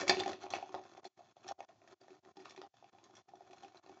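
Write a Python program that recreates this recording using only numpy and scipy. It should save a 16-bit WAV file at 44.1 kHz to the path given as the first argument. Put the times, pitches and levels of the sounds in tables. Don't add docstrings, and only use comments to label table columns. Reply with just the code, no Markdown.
import sys
import numpy as np
from scipy import signal
from scipy.fft import rfft, irfft
from scipy.io import wavfile
from scipy.ndimage import uniform_filter1d

SR = 44100
rng = np.random.default_rng(int(sys.argv[2]) if len(sys.argv) > 2 else 0)


def master_out(mix):
    frames = np.transpose(np.atleast_2d(mix))
    ceiling = np.clip(frames, -1, 1)
    pcm = np.round(ceiling * 32767).astype(np.int16)
    wavfile.write(sys.argv[1], SR, pcm)


N = 176400
BAND_LIMIT_HZ = 9000


def amp(db):
    return 10 ** (np.asarray(db) / 20)


def unit_rms(x):
    return x / np.sqrt(np.mean(x ** 2) + 1e-20)


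def curve_at(points, hz):
    points_hz, values = np.transpose(points)
    return np.interp(np.log(hz + 1), np.log(points_hz + 1), values)


def add(mix, start_s, sound):
    part = mix[round(start_s * SR):][:len(sound)]
    part += sound[:len(part)]


def colour(x, spectrum, size=4096):
    hz = np.fft.rfftfreq(size, 1 / SR)
    gain_db = curve_at(spectrum, hz) - 30 * np.clip(hz / BAND_LIMIT_HZ - 1, 0, 1)
    cepstrum = irfft(np.log(amp(gain_db)))
    causal = 2 * cepstrum * (np.arange(size) < size // 2)
    taps = irfft(np.exp(rfft(causal)))
    return signal.oaconvolve(x, taps / np.linalg.norm(taps))[:len(x)]


def ring(modes, t, scatter_db=2.5, detune=.012):
    sound = np.zeros(len(t))
    for hz, db, t60_s in modes:
        envelope = amp(db + scatter_db * rng.standard_normal() - 60 * t / t60_s)
        pitch_hz = hz * (1 + detune * rng.standard_normal())
        sound += envelope * np.sin(2 * np.pi * pitch_hz * t)
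    return sound


def clicks(per_s, spread_db):
    sizes = amp(spread_db * np.minimum(rng.exponential(1, N), 3.2))
    signs = rng.choice([-1., 1.], N)
    return unit_rms(sizes * signs * (rng.random(N) < per_s / SR))


# time_s, crackle_db, rub_db
HAND_MOVES = [(0, -36.5, -37.5), (.06, -59, -54.5), (0.092, -45.5, -42), (0.119, -52.5, -39),
              (.16, -52, -55), (.21, -58, -40), (.25, -58, -53.5), (0.293, -47.5, -48.5),
              (0.344, -67.5, -52.5), (0.387, -68, -74), (0.437, -54, -50.5), (0.494, -74.5, -60.5),
              (0.545, -51.5, -42), (0.618, -64, -76), (.72, -65.5, -67.5), (0.952, -69, -59),
              (1.301, -75, -76), (1.421, -77, -67.5), (1.476, -63, -61), (1.484, -60, -56.5),
              (1.523, -55, -47.5), (1.58, -73.5, -67), (1.629, -75, -75), (1.677, -66.5, -65),
              (1.78, -87.5, -77.5), (1.91, -68.5, -63.5), (2.05, -73.5, -75), (2.13, -69, -62.5),
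              (2.2, -84.5, -72), (2.309, -75.5, -65.5), (2.488, -63.5, -63.5), (2.65, -78.5, -66),
              (2.771, -76.5, -85.5), (3.05, -73, -62.5), (3.119, -77, -73), (3.191, -70, -64.5),
              (3.31, -82.5, -74.5), (3.632, -68.5, -62.5), (3.719, -74, -73), (3.781, -70, -61.5),
              (4, -73, -69)]
# frequency_hz, gain_db
CRACKLE_SPECTRUM = [(200, -21.5), (1000, 8), (1400, 5), (1850, -1.5), (2050, -2), (2450, 2.5), (3000, -3),
                    (4300, -1), (5000, -3), (5800, -2.5), (6700, 2.5), (8000, -10.5)]
RUB_SPECTRUM = [(30, -31.5), (60, -21.5), (105, -3), (150, -16.5), (230, -9), (290, -7), (375, 6),
                (480, -13.5), (620, -5.5), (760, 1), (880, -9), (1050, -4.5), (1400, -15), (3000, -36)]


def crackle_and_rub():
    time_s, crackle_db, rub_db = np.transpose(HAND_MOVES)
    t = np.arange(N) / SR
    flicker = unit_rms(uniform_filter1d(rng.standard_normal(N), round(.009 * SR)))
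    clumps = unit_rms(amp(3 * flicker))
    crackle = colour(clumps * clicks(per_s=600, spread_db=3), CRACKLE_SPECTRUM)
    rub = colour(clumps * clicks(per_s=220, spread_db=4), RUB_SPECTRUM)
    crackle *= amp(np.interp(t, time_s, crackle_db) - 3.5)
    rub *= amp(np.interp(t, time_s, rub_db) + 2.5)
    return crackle, rub


# pitch_hz, level_db, t60_s
BAG_MODES = [(1834, -2.5, .05), (1900, -3.5, 0.039), (2304, -3, .03), (2633, -4, 0.014), (3472, -2.5, .03),
             (3634, -3.5, 0.043), (4270, 1.5, 0.015), (4742, -4.5, 0.034), (5520, -7, .02),
             (5933, -3.5, .018), (6530, -9, 0.023)]


def hollow_bag(cracks, bend_s=.2, ring_db=-4.5):
    t, ringing = np.arange(N) / SR, np.zeros(N)
    for centre_s in np.arange(0, N / SR + bend_s, bend_s):
        response = ring(BAG_MODES, t[:SR // 10])
        crossfade = np.clip(1 - abs(t - centre_s) / bend_s, 0, 1)
        ringing += signal.oaconvolve(cracks * crossfade, response / np.linalg.norm(response))[:N]
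    return cracks + amp(ring_db) * ringing


# frequency_hz, gain_db
ROOM_TONE_SPECTRUM = [(20, -25.5), (50, -11.5), (90, -7), (115, 6), (160, -3), (370, -4.5), (500, -13.5),
                      (730, 0), (1300, -23), (3000, -21.5), (6500, -24), (9000, -32.5)]


def room_tone():
    return amp(-73) * colour(rng.standard_normal(N), ROOM_TONE_SPECTRUM)


# start_s, level_db, pitch_hz, settle_s
CREASES = [(.0095, -25, 5770, 0.0058), (0.0158, -29.5, 1790, 0.017), (0.0647, -46.5, 1830, 0.003),
           (0.0786, -18, 2300, 0.025), (0.0947, -6.5, 4400, 0.0028), (0.0972, -16, 2040, 0.0039),
           (0.1034, -20.5, 1770, 0.009), (0.1453, -30, 1900, 0.0063), (0.1666, -44, 1860, 0.0095),
           (0.1933, -28, 2840, 0.01), (0.199, -20.5, 3640, 0.0046), (0.2342, -29, 1990, 0.0034),
           (0.2898, -38, 1897, 0.0088), (0.3315, -38.5, 1940, 0.0056), (0.503, -33, 6140, 0.024),
           (0.5254, -36, 4300, 0.0096), (0.5444, -38, 2850, 0.011), (0.5533, -32, 2500, 0.0049),
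           (0.97, -52, 2450, 0.0091), (1.044, -42, 1920, 0.008), (1.0528, -39.5, 4240, 0.026),
           (1.1743, -59.5, 1906, 0.021), (1.4784, -35.5, 5480, 0.011), (1.4864, -32, 5780, 0.0051),
           (1.604, -38, 2380, 0.0008), (1.626, -52, 2070, 0.0076), (1.8746, -51.5, 1830, 0.015),
           (2.0114, -54, 4680, 0.011), (2.0812, -54, 1730, .003), (2.368, -46.5, 4980, 0.0069),
           (2.4012, -48.5, 2120, 0.017), (2.4468, -50, 2340, 0.0097), (2.4523, -45, 2300, 0.0058),
           (2.495, -42.5, 5700, 0.012), (2.5073, -42.5, 2330, 0.0086), (2.5614, -44.5, 2420, 0.0091),
           (2.577, -54, 2170, 0.0093), (2.6157, -49, 2550, 0.0055), (3.039, -45.5, 6490, 0.013),
           (3.1515, -46, 6070, 0.014), (3.167, -45, 5730, 0.017), (3.289, -56.5, 1980, 0.013),
           (3.3543, -54, 5870, 0.0088), (3.509, -49.5, 2750, 0.013), (3.5302, -49, 2410, 0.018),
           (3.5818, -53.5, 2520, 0.0064), (3.6332, -47, 3100, 0.022), (3.7701, -47.5, 4220, 0.013),
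           (3.861, -53.5, 4200, 0.0021)]
# frequency_hz, gain_db
CRACK_SPECTRUM = [(80, -33), (300, -4), (950, -3), (1300, -9.5), (1830, -1.5), (2100, -3.5), (3000, -3),
                  (4400, 0), (5050, 0), (5800, 0.5), (6700, 0), (8000, -1)]


def crease_snaps(snap_s=.0014, buckle_s=.0005):
    t, cracks, rings = np.arange(SR // 10) / SR, np.zeros(N), np.zeros(N)
    buckle = t / buckle_s
    for start_s, level_db, pitch_hz, settle_s in CREASES:
        decay = np.exp(-t / snap_s) + amp(-6) * np.exp(-t / settle_s)
        crack = (1 - np.exp(-buckle)) * decay * rng.standard_normal(len(t))
        ping = buckle * np.exp(1 - buckle) * np.sin(2 * np.pi * pitch_hz * t)
        add(cracks, start_s, amp(level_db - 14) * crack)
        add(rings, start_s + buckle_s, amp(level_db - 9.5) * ping)
    return colour(cracks, CRACK_SPECTRUM) + rings


# start_s, tap_db, pitch_hz, swell_s, low_ring_db, tick_db
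LANDINGS = [(.015, -45, 640, 0.0015, -35, -46), (.03, -36.5, 564, 0.0041, -58.5, -55),
            (.0935, -24.5, 796, 0.0027, -26, -30.5), (.108, -25, 723, 0.0038, -37, -31.5),
            (.169, -38, 790, 0.0016, -31.5, -38.5), (.204, -30.5, 792, 0.0034, -43, -37),
            (.2595, -29, 768, 0.0031, -34.5, -41), (.277, -30, 670, 0.0017, -55, -41),
            (.331, -41.5, 560, 0.00094, -43.5, -44), (.428, -51, 740, 0.0021, -46.5, -57),
            (.438, -39, 770, 0.0021, -48.5, -70), (.449, -43, 764, 0.0026, -54, -66),
            (.465, -36.5, 770, 0.001, -62.5, -57), (.536, -25, 759, 0.0013, -45, -36),
            (.585, -34.5, 795, 0.00072, -73, -52.5), (.6255, -33, 760, 0.0022, -52, -50.5),
            (.692, -44.5, 996, 0.00094, -48.5, -57), (.7425, -25, 770, 0.00047, -43, -50.5),
            (.748, -32.5, 760, 0.0018, -57, -45.5), (.761, -42.5, 743, 0.0033, -81, -63),
            (.785, -42, 788, 0.0014, -55, -66), (.977, -44, 732, 0.0016, -62, -75),
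            (1.0505, -39, 730, 0.0016, -48.5, -55.5), (1.1905, -50, 692, .002, -74, -72),
            (1.205, -49, 730, 0.0022, -72, -80.5), (1.3665, -49, 690, .0012, -68, -65.5),
            (1.443, -59.5, 785, 0.0035, -51, -62), (1.4865, -40, 785, 0.0045, -64.5, -49),
            (1.5103, -31, 740, .0014, -57, -70), (1.59, -46.5, 720, 0.0023, -67, -68.5),
            (1.6042, -34.5, 744, 0.0012, -56, -59), (1.691, -52.5, 673, 0.0034, -68.5, -70),
            (1.8165, -57, 655, .0025, -69, -67), (1.875, -56, 680, 0.0019, -69.5, -63.5),
            (1.915, -57, 635, 0.0023, -56.5, -72.5), (2.014, -54, 695, .0014, -59.5, -82.5),
            (2.043, -57, 733, 0.0022, -68, -75), (2.0812, -47.5, 695, 0.00081, -62, -67.5),
            (2.105, -61, 719, 0.0024, -51, -63.5), (2.249, -63, 800, 0.0029, -61.5, -61),
            (2.369, -48.5, 807, 0.0034, -47, -64), (2.398, -54, 735, .0025, -49.5, -64),
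            (2.4555, -39, 1060, 0.00087, -72, -50), (2.576, -46, 780, .0012, -45.5, -53),
            (2.582, -52.5, 760, 0.00071, -60.5, -77), (2.6157, -39, 825, 0.00038, -53, -48.5),
            (2.6335, -46.5, 788, 0.0041, -59, -66), (2.7397, -58.5, 730, .0014, -83.5, -81),
            (2.825, -47.5, 766, 0.00094, -63.5, -75), (2.842, -49, 753, .002, -69, -60),
            (2.9325, -57.5, 716, .0025, -85.5, -82), (2.948, -54.5, 750, 0.0027, -71, -75),
            (2.9845, -51.5, 820, 0.0011, -71, -64), (3.097, -53.5, 763, 0.0016, -65.5, -81.5),
            (3.286, -54, 777, 0.0036, -81.5, -68.5), (3.335, -43, 750, .0018, -57, -81),
            (3.3545, -63.5, 733, .0025, -72.5, -79), (3.4063, -44.5, 730, 0.0018, -59.5, -69),
            (3.4988, -54, 720, .0025, -54.5, -74), (3.532, -46, 754, 0.0019, -65, -66),
            (3.606, -59, 733, 0.0026, -66, -63.5), (3.632, -45.5, 777, 0.0041, -72, -73),
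            (3.646, -50.5, 770, .0025, -55.5, -57), (3.7455, -48, 780, 0.00075, -60, -60.5),
            (3.862, -50, 688, 0.00075, -53.5, -64), (3.8937, -46, 768, .0017, -46.5, -61)]
# pitch_hz, level_db, t60_s
PAN_LOW_MODES = [(226.2, -9.5, 0.055), (309.2, -3.5, 0.075), (345, -6.5, .017), (382.3, 0.5, 0.088),
                 (378, -10, 0.12)]
PAN_HIGH_MODES = [(647, -22.5, 0.19), (646, -21.5, .033), (735, -13.5, 0.068), (769.5, -17.5, 0.11),
                  (870, -23, .14), (945, -21.5, 0.16), (1060, -22, .11), (1815, -35, 0.19),
                  (1932, -35, .22)]
# frequency_hz, gain_db
TICK_SPECTRUM = [(300, -6.5), (1100, 2), (1600, -2), (1850, 3.5), (2050, -4.5), (2500, 6.5), (3000, -4),
                 (4300, -6.5), (6500, -12.5), (8000, -30)]


def chips_on_pan(high_rise_s=.0083, low_rise_s=.005, tick_rise_s=.0003, tick_decay_s=.0014):
    t, body, ticks = np.arange(SR // 4) / SR, np.zeros(N), np.zeros(N)
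    tick_envelope = (1 - np.exp(-t / tick_rise_s)) * np.exp(-t / tick_decay_s)
    for start_s, tap_db, pitch_hz, swell_s, low_ring_db, tick_db in LANDINGS:
        tap = np.sin(2 * np.pi * pitch_hz * t) * t / swell_s * np.exp(1 - t / swell_s)
        high_ring = (1 - np.exp(-t / high_rise_s)) * ring(PAN_HIGH_MODES, t)
        low_ring = (1 - np.exp(-t / low_rise_s)) * ring(PAN_LOW_MODES, t)
        add(body, start_s + .00012, -amp(tap_db) * (tap + amp(-6) * high_ring))
        add(body, start_s, amp(low_ring_db + 2.5) * low_ring)
        add(ticks, start_s, amp(tick_db + 7.5) * tick_envelope * rng.standard_normal(len(t)))
    return body + colour(ticks, TICK_SPECTRUM)


# frequency_hz, t60_s
KITCHEN_DECAY = [(200, 0.27), (550, 0.24), (1400, 0.19), (4000, 0.26), (8000, 0.13)]
# delay_s, gain
NEAR_ECHOES = [(.0021, 0.21), (.0062, 0.24), (.0094, 0.059), (.0135, 0.0073), (.0205, 0.0088)]


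def kitchen(source, tail_db):
    hz, t, noise = signal.stft(rng.standard_normal(SR // 2), SR, nperseg=256)
    decay = amp(-60 * t / curve_at(KITCHEN_DECAY, hz)[:, None])
    build_up = np.minimum(t / .008, 1)
    _, tail = signal.istft(noise * decay * build_up, SR, nperseg=256)
    response = amp(tail_db) * tail / np.linalg.norm(tail)
    direct = (.00059, .97)
    for delay_s, gain in [direct, *NEAR_ECHOES]:
        add(response, delay_s, np.array([gain]))
    return signal.oaconvolve(source, response)[:N]


# start_s, end_s, depth_db
LEVEL_DIPS = [(1.006, 1.025, -21.5), (1.082, 1.166, -27.5), (1.329, 1.36, -25), (1.528, 1.582, -27.5),
              (1.654, 1.683, -30), (1.944, 2.006, -27), (2.2, 2.229, -27), (2.323, 2.355, -24),
              (2.679, 2.736, -28.5), (2.901, 2.923, -22), (3.224, 3.279, -23.5), (3.798, 3.829, -20.5)]


def dip_gain(edge_s=.012):
    t, gain_db = np.arange(N) / SR, np.zeros(N)
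    for start_s, end_s, depth_db in LEVEL_DIPS:
        inside_s = np.minimum(t - start_s, end_s - t)
        gain_db += depth_db * np.clip(.5 + inside_s / edge_s, 0, 1)
    return amp(gain_db)


def scene():
    crackle, rub = crackle_and_rub()
    background = room_tone()
    pan = kitchen(chips_on_pan(), tail_db=-7)
    bag = kitchen(hollow_bag(crease_snaps() + crackle) + rub, tail_db=-12.5)
    hiss = amp(-90) * rng.standard_normal(N)
    return ((pan + bag + background) * dip_gain() + hiss)[None]


# frequency_hz, gain_db
MIC_RESPONSE = [(20, -32), (45, -23), (85, -1), (115, -3.5), (160, -2), (230, 1.5), (700, -1.5),
                (1600, -0.5), (6500, 3.5), (7550, -2), (7850, -20.5), (9000, -16.5)]


def record(dry):
    picked_up = amp(-4.5) * colour(dry[0], MIC_RESPONSE)
    lowpass = signal.firwin(161, BAND_LIMIT_HZ, window=("kaiser", 7), fs=SR)
    return signal.oaconvolve(picked_up, lowpass, "same")[None]


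dry = scene()
out = record(dry)
master_out(out)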